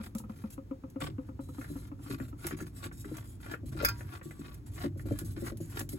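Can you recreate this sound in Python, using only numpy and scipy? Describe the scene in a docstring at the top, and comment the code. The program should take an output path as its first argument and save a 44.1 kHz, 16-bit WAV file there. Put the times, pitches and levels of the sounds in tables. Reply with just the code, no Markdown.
"""Water drips into a tub under a sink, while a hand in the small cabinet unscrews a plastic nut from a tap's shank.
Fingers rub and the thread scratches: stick-slip noise, shaped by pushes and slides of the hand.
Noise bursts make clicks and ticks; decaying modes make bumps on the basin and one sharp, bouncing knock.
Each drip is a splash of noise over two decaying sines; a low filtered rumble and room tone lie underneath."""
import sys
import numpy as np
from scipy import signal
from scipy.fft import rfft, irfft, next_fast_len
from scipy.io import wavfile

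SR = 44100
rng = np.random.default_rng(int(sys.argv[2]) if len(sys.argv) > 2 else 0)


def store_wav(level_fs):
    """Save 16-bit WAV to argv[1]."""
    pcm = np.round(np.clip(np.atleast_2d(level_fs), -1, 1) * 32767)
    wavfile.write(sys.argv[1], SR, pcm.T.astype(np.int16))


N = 263718
AGE = np.arange(2 * SR // 5) / SR   # seconds since a contact began; each contact lasts at most 0.4 s

# Resonances and one dip of the scraped nut.
# Each row: centre in Hz, half width in Hz, lift in dB (negative for the dip).
NUT_PEAKS = [(1144, 18.7, 13), (1407, 76, 10.5), (1703, 30, 6), (2230, 15, -14), (3140, 9.8, 16.5),
             (3680, 200, 3.5)]


def amp(db):
    """Decibels to gain."""
    return 10 ** (np.asarray(db) / 20)


def rms_one(x):
    """Scale to rms 1."""
    return x / np.sqrt(np.mean(x ** 2) + 1e-20)


def at_hz(points, hz):
    """Read a curve over frequency on a logarithmic axis."""
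    f, value = np.transpose(points)
    return np.interp(np.log(hz + 1), np.log(f), value)


def noise(spectrum, peaks=(), ripple_db=0, size=N):
    """Stereo noise of rms 1, coloured by a spectrum, named peaks and a random ripple of crowded modes."""
    # Likeness of the two channels. Each row: frequency in Hz, correlation from -1 to 1.
    likeness = [(150, 0.97), (550, 0.56), (1200, 0.24), (5000, 0.058)]
    excitation = rng.standard_normal((2, size))
    fft_size = next_fast_len(size)
    hz = np.fft.rfftfreq(fft_size, 1 / SR)
    crowded = np.interp(hz, np.linspace(0, SR / 2, 400), rng.standard_normal(400))
    db = at_hz(spectrum, hz) + ripple_db * crowded
    for f, width, lift in peaks:
        db = db + lift / (1 + ((hz - f) / width) ** 2)
    mid, side = rfft(excitation, fft_size) * amp(db)
    alike = np.clip(at_hz(likeness, hz), -1, 1)
    pair = np.sqrt(1 + alike) * mid + np.sqrt(1 - alike) * side * [[1], [-1]]
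    return rms_one(irfft(pair, fft_size)[:, :size])


def fade(t60):
    """Decay by 60 dB in t60 seconds."""
    return np.exp(-np.log(1000) * AGE / t60)


def swell(rise_s):
    """Soft onset that approaches full level with time constant rise_s."""
    return 1 - np.exp(-AGE / rise_s)


def add(out, s, sound):
    """Mix a sound in at time s in seconds."""
    start = max(round(s * SR), 0)
    out[:, start:start + len(AGE)] += sound[:, :out.shape[1] - start]


def burst(spectrum, t60, tail_db, peaks=(), ripple_db=3):
    """A contact on densely spaced modes: noise with a quick decay, then the cabinet's weaker tail."""
    cabinet_t60 = .14   # seconds
    decay = fade(t60) + amp(tail_db) * fade(cabinet_t60)
    return noise(spectrum, peaks, ripple_db, size=len(AGE)) * decay


def ring(modes, vary_db, detune, spread):
    """Struck modes; each blow has its own strengths and tuning, each mode its own phase at the two ears."""
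    out = 0
    for hz, db, t60 in modes:
        strength, shift, phase = rng.standard_normal(3)
        ear_phase = spread * phase * np.array([[1], [-1]])   # radians
        turn = 2 * np.pi * hz * (1 + detune * shift) * AGE + ear_phase
        out = out + amp(db + vary_db * strength) * np.sin(turn) * fade(t60)
    return out


def turning(scratch_db=6.0, rub_db=1):
    """Each flick of the fingers has two swells of pressure: they tighten, then push the nut round."""
    # Flicks that spin the nut, about three a second. Each row: middle of the push in seconds,
    # spread (Gaussian sigma) of the push in seconds, thread scratch and skin rub in dB before the trims.
    flicks = [(2.12, 0.023, -49.5, -49.5), (2.487, 0.037, -51, -53.5), (2.851, 0.019, -50.5, -50),
              (3.19, 0.033, -56, -59.5), (3.522, 0.025, -52.5, -55), (3.846, 0.044, -45, -53),
              (4.151, 0.022, -50, -54), (4.487, 0.053, -60.5, -62.5), (4.824, 0.028, -48.5, -53),
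              (5.19, 0.024, -57.5, -56.5), (5.479, 0.026, -49.5, -50.5), (5.79, 0.024, -45.5, -50)]
    grip_lead_s, grip_spread_s = 0.062, 0.028
    grip_scratch_db, grip_rub_db = -15.5, -5.5   # against the push
    out, middle = np.zeros((2, N)), AGE.mean()
    for s, push_s, scratch, rub in flicks:
        grip = (s - grip_lead_s, grip_spread_s, scratch + grip_scratch_db, rub + grip_rub_db)
        push = (s, push_s, scratch, rub)
        for at, spread_s, thread_db, skin_db in (grip, push):
            pressure = np.exp(-.5 * ((AGE - middle) / spread_s) ** 2)
            add(out, at - middle, pressure * friction(thread_db + scratch_db, skin_db + rub_db))
    return out


def sliding(scratch_db=4, rub_db=.5):
    """A slide sets in quickly, keeps its pressure and dies as the fingers stop."""
    # The hand reaches in, finds the nut and takes new grips. Each row: start in seconds,
    # length in seconds, thread scratch and skin rub in dB before the trims.
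    slides = [(0, 0.061, -56.5, -54), (0.161, 0.036, -76, -58), (0.289, 0.19, -68, -67),
              (0.499, 0.043, -71, -57), (0.999, 0.075, -47, -53), (1.21, 0.08, -78, -69),
              (1.402, 0.34, -94, -65), (1.531, 0.35, -65.5, -61.5), (2.177, 0.11, -64, -62),
              (2.565, 0.06, -54.5, -51), (2.658, 0.016, -59.5, -58), (2.921, 0.098, -75, -54.5),
              (3.039, 0.11, -61.5, -60.5), (3.237, 0.099, -74.5, -59), (3.399, 0.062, -59, -63),
              (3.655, 0.036, -67, -57), (3.717, 0.02, -61.5, -59), (3.94, 0.094, -63.5, -60),
              (4.225, 0.17, -70.5, -60), (4.657, 0.029, -68, -57.5), (4.971, 0.037, -72, -55.5),
              (5.053, 0.084, -59.5, -60.5), (5.243, .08, -70.5, -55.5), (5.357, 0.02, -56.5, -64),
              (5.601, 0.055, -65.5, -57), (5.895, 0.041, -66, -48.5), (5.951, 0.034, -67, -62)]
    attack_s, release_s = .005, .017   # time constants
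    out = np.zeros((2, N))
    for s, length, scratch, rub in slides:
        release = np.exp(-np.maximum(AGE - length, 0) / release_s)
        pressure = swell(attack_s) * release
        add(out, s, pressure * friction(scratch + scratch_db, rub + rub_db))
    return out


def friction(scratch_db, rub_db):
    """One touch: plastic scratches while skin slides over the ribs, and each new grip shifts the colour."""
    # Colours of thread scratch and skin rub. Each row: frequency in Hz, relative level in dB per Hz.
    scratch_colour = [(150, -14), (320, 10), (480, -5), (850, -2.5), (1400, -4.5), (2400, -3.5),
                      (2850, -12), (5000, -12), (9000, -38)]
    rub_colour = [(1500, -16.5), (4000, -7), (6000, -8), (8000, 0), (12000, -2.5), (15500, -12.5)]
    coarse = grit(slips_per_s=260, size_db=3.2, slip_t60=.045)
    thread = coarse * noise(scratch_colour, NUT_PEAKS, ripple_db=4.5, size=len(AGE))
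    fine = grit(slips_per_s=550, size_db=9.0, slip_t60=0.2)
    skin = fine * noise(rub_colour, ripple_db=6.5, size=len(AGE))
    return amp(scratch_db) * thread + amp(rub_db) * skin


def grit(slips_per_s, size_db, slip_t60):
    """Envelope of stick and slip: tiny releases of uneven size, each dying away, summed in power; rms 1."""
    sizes = amp(size_db * np.minimum(rng.exponential(1, len(AGE)), 3))
    slips = (rng.random(len(AGE)) < slips_per_s / SR) * sizes
    power = irfft(rfft(slips ** 2) * rfft(fade(slip_t60) ** 2), len(AGE))
    return rms_one(np.sqrt(np.abs(power)))


def knocks(crack_db=-8, ring_db=-15.5):
    """The loose nut hits the shank and bounces; each hard crack leaves nut and shank ringing."""
    # Knock and bounces. Each row: start in seconds, level in dB before the trims.
    hits = [(3.8478, -16.5), (3.8531, -21), (3.861, -29), (3.886, -23)]
    # What nut and shank ring with. 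Each row: frequency in Hz, relative level in dB, t60 in seconds.
    shank_modes = [(956, -19, 0.56), (1390, -2, 0.15), (1385, 6, 0.12), (1600, 1.5, 0.16),
                   (2040, -23, 0.19), (2474, -5, 0.1), (2440, -5.5, 0.11), (3480, -10, 0.11),
                   (4500, -5.5, 0.13), (4950, -1, 0.14), (4893, -1, 0.12), (6270, -15, 0.16),
                   (9840, 4.5, 0.036), (10300, -24, 0.071), (11900, 6.5, 0.031), (12630, 2, 0.045)]
    # Colour of the crack. Each row: frequency in Hz, relative level in dB per Hz.
    crack_colour = [(400, -2), (1100, -33), (1450, 8), (2450, 7), (2850, -20), (3400, -20), (5200, 4),
                    (8500, -8.5), (12000, -6), (16000, 0.5)]
    out = np.zeros((2, N))
    for s, db in hits:
        crack = burst(crack_colour, t60=.04, tail_db=-12)
        tone = ring(shank_modes, vary_db=3.0, detune=0.00052, spread=1.27)
        add(out, s, amp(db) * (amp(crack_db) * crack + amp(ring_db) * tone))
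    return out


def clicks(catch_db=-4, tick_db=-7):
    """The nut catches on the thread with a hollow click; fingernail and plastic edges tick brightly."""
    # Thread catches, then bright ticks. Each row: start in seconds, level in dB before the trim.
    catches = [(1.004, -39.5), (1.612, -38.5), (1.643, -41.5), (2.199, -38.5), (2.509, -35), (2.602, -37.5),
               (2.846, -44), (2.913, -45.5), (3.044, -43), (3.461, -40), (3.537, -31), (4.007, -39.5),
               (4.212, -43), (4.308, -43), (4.994, -44), (5.378, -47)]
    ticks = [(0.15, -38.5), (0.183, -35.5), (0.504, -45.5), (0.9, -52), (1.004, -45), (2.4669, -26.5),
             (3.169, -39), (4.543, -45.5), (5.188, -31), (5.571, -43), (5.793, -27.5), (5.8903, -33.5)]
    # Colours of catch and tick. Each row: frequency in Hz, relative level in dB per Hz.
    catch_colour = [(500, 11.5), (1000, -1.5), (1450, 7.5), (1900, 7.5), (2500, 1.5), (3500, -18),
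                    (8000, -47)]
    tick_colour = [(1500, -4.5), (5000, 0.5), (8000, 6.5), (11500, 8.5), (16000, -1)]
    out = np.zeros((2, N))
    for s, db in catches:
        click = burst(catch_colour, t60=.055, tail_db=-7, peaks=NUT_PEAKS) * swell(rise_s=.0008)
        add(out, s, amp(db + catch_db) * click)
    for s, db in ticks:
        tick = burst(tick_colour, t60=.025, tail_db=-6)
        add(out, s, amp(db + tick_db) * tick)
    return out


def bumps(upper_db=3):
    """Soft blows of the hand swell into the basin's modes; the grip damps and detunes them."""
    # Dull bumps on the basin. Each row: time in seconds, level of the low modes in dB,
    # level of the upper modes in dB before the trim.
    blows = [(1.02, -34, -41.5), (1.078, -40, -46), (1.704, -34.5, -52.5), (2.101, -32, -66),
             (2.137, -35.5, -54), (2.207, -34, -50), (2.45, -36, -52.5), (2.526, -32, -60),
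             (2.614, -35, -53), (2.856, -39, -58), (3.05, -36.5, -63), (3.117, -36, -44.5),
             (3.635, -38.5, -50.5), (3.753, -37.5, -49), (3.811, -40, -34.5), (3.832, -32.5, -31),
             (4.259, -39, -62), (4.396, -36, -58), (4.843, -28, -37), (4.862, -34, -50),
             (4.962, -40.5, -48), (5.058, -33, -46), (5.112, -26, -31), (5.218, -34.5, -48.5),
             (5.373, -37, -46.5), (5.424, -31, -42), (5.519, -35.5, -42), (5.605, -34, -46),
             (5.812, -38.5, -44), (5.935, -32.5, -48.5)]
    # What the basin rings with. Each row: frequency in Hz, relative level in dB, t60 in seconds.
    low_modes = [(101.9, -19, 0.91), (143.7, -3, 0.26), (232, -1.5, 0.11), (292.7, 2, 0.14),
                 (341.3, -4.5, 0.18)]
    upper_modes = [(450.5, 1.5, 0.051), (537.7, 0, 0.079), (605, -16, 0.17)]
    out = np.zeros((2, N))
    for s, db, upper in blows:
        low = amp(db) * ring(low_modes, vary_db=1.5, detune=0.0773, spread=0.25)
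        high = amp(upper + upper_db) * ring(upper_modes, vary_db=1.5, detune=0.029, spread=0.23)
        add(out, s - .002, (low + high) * swell(rise_s=0.0022))   # starts 2 ms early
    return out


def drips(boom_db=7, overtone_db=5, splash_db=-29.5):
    """A drop splashes, then the tub's floor swings up and booms; bigger drops do both more loudly."""
    # Drops landing in the tub. Each row: start in seconds, boom in dB before the trims.
    drops = [(0.0, -36), (0.067, -46.5), (0.15, -30), (0.199, -42), (0.238, -40), (0.295, -36),
             (0.438, -31.5), (0.578, -37), (0.71, -32), (0.836, -38), (0.958, -32.5), (1.182, -33),
             (1.288, -39.5), (1.391, -34), (1.488, -40.5), (1.582, -35), (1.755, -35), (1.916, -37.5),
             (1.992, -45.5), (2.062, -41), (2.327, -41)]
    # The tub's note steps up, then its overtone slowly weakens. Each row: time in seconds,
    # boom pitch in Hz, overtone in dB against the boom before the trims.
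    tub_note = [(0.44, 217, -22), (0.57, 272.5, -12), (1.2, 270, -14.5), (2.3, 287, -28)]
    # Colour of the splash. Each row: frequency in Hz, relative level in dB per Hz.
    splash_colour = [(500, -5), (780, -1), (970, 4.5), (1100, -3.5), (1280, 9), (1550, -18), (2600, -16),
                     (5000, -47)]
    splash_follows = 0.58   # dB of splash for each dB of boom
    boom_t60, overtone_hz, overtone_t60 = 0.07, 524, 0.13   # seconds, Hz, seconds
    out = np.zeros((2, N))
    when, pitches, overtones = np.transpose(tub_note)
    for s, boom in drops:
        hz = np.interp(s, when, pitches)
        overtone = boom + np.interp(s, when, overtones)
        low = amp(boom + boom_db) * np.sin(2 * np.pi * hz * AGE) * fade(boom_t60)
        sloshing = 1 + 0.019 * rng.standard_normal()   # moving water detunes the overtone
        high_wave = np.sin(2 * np.pi * overtone_hz * sloshing * AGE)
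        high = amp(overtone + overtone_db) * high_wave * fade(overtone_t60)
        tub = 2 * (low + high) * swell(rise_s=0.0048) ** 2
        splat = burst(splash_colour, t60=.07, tail_db=-9, ripple_db=1.5) * swell(rise_s=.0005)
        add(out, s, amp(splash_follows * boom + splash_db) * splat + tub)
    return out


def rumble():
    """The cabinet's panels rumble under the moving arm: low noise that follows its leaning."""
    # The arm leans and shifts against the cabinet. Each row: time in seconds, rumble level in dB.
    leaning = [(0, -48), (.98, -52.5), (1.04, -37), (1.2, -49), (1.75, -45.5), (3.58, -47), (3.68, -39),
               (4.03, -42), (4.2, -49), (5.3, -38.5), (5.57, -44), (5.98, -43.5)]
    # Colour of the panels. Each row: frequency in Hz, relative level in dB per Hz.
    panel_colour = [(22, -30), (38, -12), (55, 1.5), (72, -6), (98, 5.5), (140, -4), (190, -17.5),
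                    (300, -12), (430, -31), (1500, -67)]
    when, level_db = np.transpose(leaning)
    return amp(np.interp(np.arange(N) / SR, when, level_db)) * noise(panel_colour)


def room_tone(level_db=-53):
    """Steady filtered noise as the quiet bed under everything."""
    # Colour of the bed. Each row: frequency in Hz, relative level in dB per Hz.
    bed_colour = [(25, -20), (60, 2), (130, -6), (300, -5), (500, -23.5), (1300, -30.5), (3000, -40.5),
                  (16000, -45)]
    return amp(level_db) * noise(bed_colour)


def scene():
    """All sounds in the cabinet over the room tone."""
    hand = turning() + sliding() + knocks() + clicks() + bumps()
    return hand + drips() + rumble() + room_tone()


def record(dry, shared_above_hz=6000, cutoff_hz=16200):
    """The left leads and is louder in the middle range; its treble is the right signal, late and inverted."""
    # How much louder the left side is. 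Each row: frequency in Hz, level difference in dB.
    left_lead = [(100, -1.2), (280, 2.5), (560, 4.5), (1200, 2.5), (2200, 1.5), (5000, 0)]
    size = next_fast_len(N + SR // 10)
    hz = np.fft.rfftfreq(size, 1 / SR)
    left, right = rfft(dry, size)
    right_delay_s = .00047 * hz ** 2 / (hz ** 2 + 400 ** 2)   # the delay vanishes in the bass
    right = right * np.exp(-2j * np.pi * hz * right_delay_s)
    shared = 1 / (1 + (shared_above_hz / (hz + 1)) ** 8)   # share of power taken from the right
    late_right = right * np.exp(-2j * np.pi * hz * .000218)   # a further 0.218 ms
    left = np.sqrt(1 - shared) * left - np.sqrt(shared) * late_right
    balance = amp(at_hz(left_lead, hz) * [[.5], [-.5]])   # half the difference on each side
    pair = irfft(np.array([left, right]) * balance, size)[:, :N]
    lowpass = signal.cheby1(12, .2, cutoff_hz, fs=SR, output="sos")
    return signal.sosfilt(lowpass, pair)


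dry = scene()
out = record(dry)
store_wav(out)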